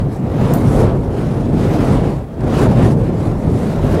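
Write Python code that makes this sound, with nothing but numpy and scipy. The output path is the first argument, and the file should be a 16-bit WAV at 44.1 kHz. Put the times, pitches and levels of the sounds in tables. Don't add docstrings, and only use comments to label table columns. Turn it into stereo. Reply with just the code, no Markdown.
import sys
import numpy as np
from scipy import signal
from scipy.fft import rfft, irfft
from scipy.io import wavfile
from scipy.ndimage import uniform_filter1d, minimum_filter1d

SR = 44100
rng = np.random.default_rng(int(sys.argv[2]) if len(sys.argv) > 2 else 0)


def digitize_waveform(pressure):
    field = np.atleast_2d(pressure).T
    bounded = np.clip(field, -1, 1)
    quanta = np.round(bounded * 32767).astype(np.int16)
    wavfile.write(sys.argv[1], SR, quanta)


N = 176400

# frequency in Hz, relative level in dB.
FLAME_TONE = [(15, -58), (26, -31), (37, -1), (47, -6.5), (60, -2), (75, -4), (100, 0), (135, 2.5),
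              (190, -3.5), (250, -4), (340, -8.5), (450, -10.5), (700, -17.5), (1000, -24), (1500, -31.5),
              (2500, -38), (4000, -42.5), (6000, -47), (8000, -46.5), (11000, -46.5), (13000, -53),
              (15800, -62)]
# frequency in Hz, likeness of the two channels from 0 to 1.
LIKENESS = [(50, 0.78), (130, 0.92), (600, 0.96), (1400, 0.94), (3500, 0.52), (7000, 0.74), (13000, 0.7)]


def flames():
    hz = np.fft.rfftfreq(N, 1 / SR)
    common, apart = rfft(rng.standard_normal((2, N))) * amp(over_hz(FLAME_TONE, hz))
    likeness = over_hz(LIKENESS, hz)
    mid, side = np.sqrt(1 + likeness) * common, np.sqrt(1 - likeness) * apart
    noise = unit(irfft([mid + side, mid - side], N))
    frames = dict(fs=SR, nperseg=768, noverlap=640)
    f, t, spectrum = signal.stft(noise, **frames)
    spectrum = spectrum * amp(swing_db(f, t) + flutter_db(f, t)) * circling(f, t)
    return signal.istft(spectrum, **frames)[1][:, :N]


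# time in seconds, relative level in dB.
SUB_RIDE = [(0, -23.0), (0.19, -32), (0.38, -20), (0.52, -29.5), (0.78, -17), (1.17, -28), (1.5, -24),
            (1.57, -25.5), (1.78, -27.5), (2.03, -20.0), (2.32, -34.5), (2.44, -21), (2.98, -24.5),
            (3.14, -28.0), (3.5, -23.5), (3.6, -32), (3.92, -17), (4, -25)]
# time in seconds, rumble and roar in relative dB.
BODY_RIDE = [(0, -16, -26.5), (0.19, -19, -28), (0.5, -14.5, -17.5), (0.68, -14.5, -21.5),
             (0.83, -14.5, -12.5), (1.0, -18.5, -24.5), (1.27, -17.0, -23.5), (1.48, -18.5, -23.5),
             (1.55, -10, -22.5), (1.68, -13.5, -19), (1.92, -14, -17), (2.1, -16.5, -20),
             (2.27, -30.5, -32.5), (2.36, -29.0, -31), (2.44, -15, -21), (2.55, -17, -17.5),
             (2.63, -14, -12.5), (2.74, -10.5, -20.5), (2.86, -8.5, -14.5), (2.91, -9.5, -22),
             (3.03, -12, -22.5), (3.15, -14.5, -24), (3.3, -15, -22.5), (3.41, -21.5, -22.5),
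             (3.53, -8.5, -22.5), (3.66, -18.5, -22.5), (3.8, -18.5, -21), (3.95, -13.5, -19),
             (4, -22, -16.5)]
# time in seconds, hiss and top fizz in relative dB.
RUSH_RIDE = [(0, -44.5, -52.5), (0.08, -53.0, -57), (0.15, -48, -46), (0.21, -52, -56),
             (0.45, -38.5, -41.0), (0.63, -43.0, -44.5), (0.72, -41.5, -40.5), (0.82, -39, -39),
             (0.9, -42, -53), (0.99, -53, -52.5), (1.12, -48.5, -52.0), (1.19, -43.0, -48.5),
             (1.52, -49, -51.5), (1.61, -39, -41), (1.94, -37.5, -40), (2.03, -43.5, -47.5),
             (2.09, -43, -45.5), (2.27, -57.5, -58.5), (2.38, -53, -57.5), (2.56, -34.5, -37.5),
             (2.645, -34, -33), (2.675, -41.5, -44.0), (2.79, -37.5, -42.5), (2.85, -34, -37.5),
             (2.89, -41.5, -43), (2.92, -43, -42), (2.96, -53, -52), (3.07, -43.5, -47), (3.12, -49, -52.5),
             (3.28, -45.5, -45.5), (3.35, -49.5, -53.0), (3.4, -53.5, -49.0), (3.45, -48, -52.5),
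             (3.52, -48, -46), (3.69, -41.5, -43.5), (3.78, -44, -44.5), (3.94, -38.5, -39.5),
             (4, -41, -43.5)]
BAND_HZ = KEEP_BANDS = (55, 122, 635, 3160, 7500)


def swing_db(f, t):
    rides = np.array(over_time(SUB_RIDE, t) + over_time(BODY_RIDE, t) + over_time(RUSH_RIDE, t))
    trim_db = np.array([11, 1.5, 8, 29, 31.5])
    crossfades = np.array([over_hz(list(zip(BAND_HZ, solo)), f) for solo in np.eye(len(BAND_HZ))])
    return crossfades.T @ (rides + trim_db[:, None])


# frequency in Hz, rms depth in dB.
FLUTTER_DEPTH = [(60, 0.05), (250, 0.8), (1200, 0.4), (4000, 1.02), (12000, 1.4)]


def flutter_db(f, t, flutter_s=0.0076, patch_s=0.043, patch_db=1.24):
    hop_s = t[1]
    flutter = unit(blur(rng.standard_normal(len(t)), flutter_s / hop_s))
    patches = blur(rng.standard_normal((80, len(t))), 1.3)
    patches = unit(blur(patches, patch_s / hop_s, axis=1))
    band = (10 * np.log2(1 + f / 122)).astype(int)
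    return over_hz(FLUTTER_DEPTH, f)[:, None] * flutter + patch_db * patches[band]


# time in seconds, left minus right in dB before each band takes its share.
PAN_MOVE = [(0.02, 2.0), (0.23, 0.5), (0.28, 3), (0.57, -0.5), (0.69, 5), (0.89, -5), (1.14, -4),
            (1.22, -6.5), (2.35, 3.5), (2.42, -3.5), (2.66, 1.5), (3.38, 2.5), (3.64, 7), (3.98, 0)]
# frequency in Hz, share from 0 to 1.
PAN_FOLLOW = [(100, 0.29), (300, 0.83), (700, 0.71), (3500, 0.58), (8000, .25)]
# frequency in Hz, left minus right in dB.
MIC_LEAN = [(60, .1), (150, .6), (600, .3), (1300, -.7), (4000, 1.1), (13000, 1.1)]
# time in seconds, lead in microseconds.
LEFT_LEAD = [(0, 29.2), (0.15, 25), (0.35, 55.1), (0.75, 20), (1.07, 38), (1.2, 18), (1.5, 37), (1.7, 47),
             (2.1, 37), (2.75, 43), (3.1, 36.0), (3.55, 28), (3.8, 48), (4, 48)]


def circling(f, t):
    pan_db = over_hz(PAN_FOLLOW, f)[:, None] * over_time(PAN_MOVE, t)[0]
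    pan_db += over_hz(MIC_LEAN, f)[:, None]
    lead_s = over_time(LEFT_LEAD, t)[0] / 1e6
    half_lead = np.exp(1j * np.pi * f[:, None] * lead_s)
    return np.array([amp(pan_db / 2) * half_lead, amp(-pan_db / 2) / half_lead])


def crackle(pops_per_s=400, centre_hz=3500, decay_s=0.0004):
    pops = (rng.random(N) < pops_per_s / SR) * amp(3 * np.minimum(rng.exponential(1, N), 4))
    pitch_index = rng.integers(0, 12, N)
    t = np.arange(256) / SR
    out = np.zeros(N)
    for k, hz in enumerate(centre_hz * np.geomspace(.5, 2, 12)):
        ping = np.exp(-t / decay_s) * np.sin(2 * np.pi * hz * t)
        out += signal.oaconvolve(pops * (pitch_index == k), ping)[:N]
    hiss_db = over_time(RUSH_RIDE, np.arange(N) / SR)[0]
    return slightly_left(unit(out) * amp(hiss_db - 16))


# start in seconds, relative level in dB, pitch as a factor.
CHAIN_CUES = [(.5365, -16, 1), (2.4072, -40, 0.69)]
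# delay in seconds, level offset in dB.
LINK_TOUCHES = [(0, -7), (.0013, 5.5), (.0045, -5)]
# frequency in Hz, relative level in dB, seconds to fall 60 dB.
LINK_MODES = [(7000, -7.5, 0.0025), (8160, -4.5, 0.0048), (8500, -2, .004), (10300, 4, .003),
              (11400, -3, .003), (13050, -13, .004), (13650, 6, 0.0062), (14000, -3, .004)]


def chain(low_hz=6300, high_hz=15000, snap_s=0.0009):
    out = np.zeros((2, N))
    t = np.arange(2048) / SR
    for start, click_db, pitch in CHAIN_CUES:
        bright = signal.butter(3, [pitch * low_hz, pitch * high_hz], "band", fs=SR, output="sos")
        for delay, touch_db in LINK_TOUCHES:
            ring = sum(amp(db) * decay(t, t60) * np.sin(2 * np.pi * (pitch * hz * t + rng.random()))
                       for hz, db, t60 in LINK_MODES)
            snap = rng.standard_normal(len(t)) * np.exp(-t / snap_s)
            touch = amp(click_db + touch_db) * signal.sosfilt(bright, ring + snap)
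            add(out, start + delay, slightly_left(touch))
    return out


def echoes(sound, slap_s=0.019, slap_db=-17, scatter_db=-11, predelay_s=0.003):
    t = np.arange(SR // 2) / SR
    taps = rng.standard_normal((2, len(t))) * (rng.random((2, len(t))) < .1)
    taps *= (t > predelay_s) * decay(t, t60=0.25)
    taps = amp(scatter_db) * taps / np.linalg.norm(taps[0])
    taps[:, round(slap_s * SR)] += amp(slap_db)
    return signal.fftconvolve(sound, taps, axes=1)[:, :N]


def night_bed(level_db=-58):
    return amp(level_db) * rng.standard_normal((2, N))


def amp(db):
    return 10 ** (np.asarray(db) / 20)


def unit(x):
    return x / np.sqrt(np.mean(abs(x) ** 2) + 1e-20)


def decay(t, t60):
    return np.exp(-np.log(1000) * t / t60)


def over_hz(points, hz):
    f, value = np.transpose(points)
    return np.interp(np.log(hz + 1), np.log(f + 1), value)


def over_time(table, t):
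    times, *columns = np.transpose(table)
    return [np.interp(t, times, column) for column in columns]


def blur(x, width, axis=0):
    x = np.swapaxes(x, axis, -1)
    n = x.shape[-1]
    lowpass = np.exp(-(2 * np.fft.rfftfreq(n) * width) ** 2)
    return np.swapaxes(irfft(rfft(x) * lowpass, n), axis, -1)


def slightly_left(mono):
    return np.array([mono, np.roll(mono, 2)])


def add(mix, start_s, sound):
    part = mix[:, round(start_s * SR):][:, :sound.shape[1]]
    part += sound[:, :part.shape[1]]


def scene():
    transients = chain() + crackle()
    return flames() + transients + echoes(transients) + night_bed()


def record(dry, ceiling=1, cutoff_hz=15900):
    gain = np.minimum(1, ceiling / (abs(dry).max(0) + 1e-9))
    gain = uniform_filter1d(minimum_filter1d(gain, size=201), size=201)
    lowpass = signal.firwin(511, cutoff_hz, window=("kaiser", 9), fs=SR)
    return signal.oaconvolve(dry * gain, lowpass[None], "same")


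dry = scene()
out = record(dry)
digitize_waveform(out)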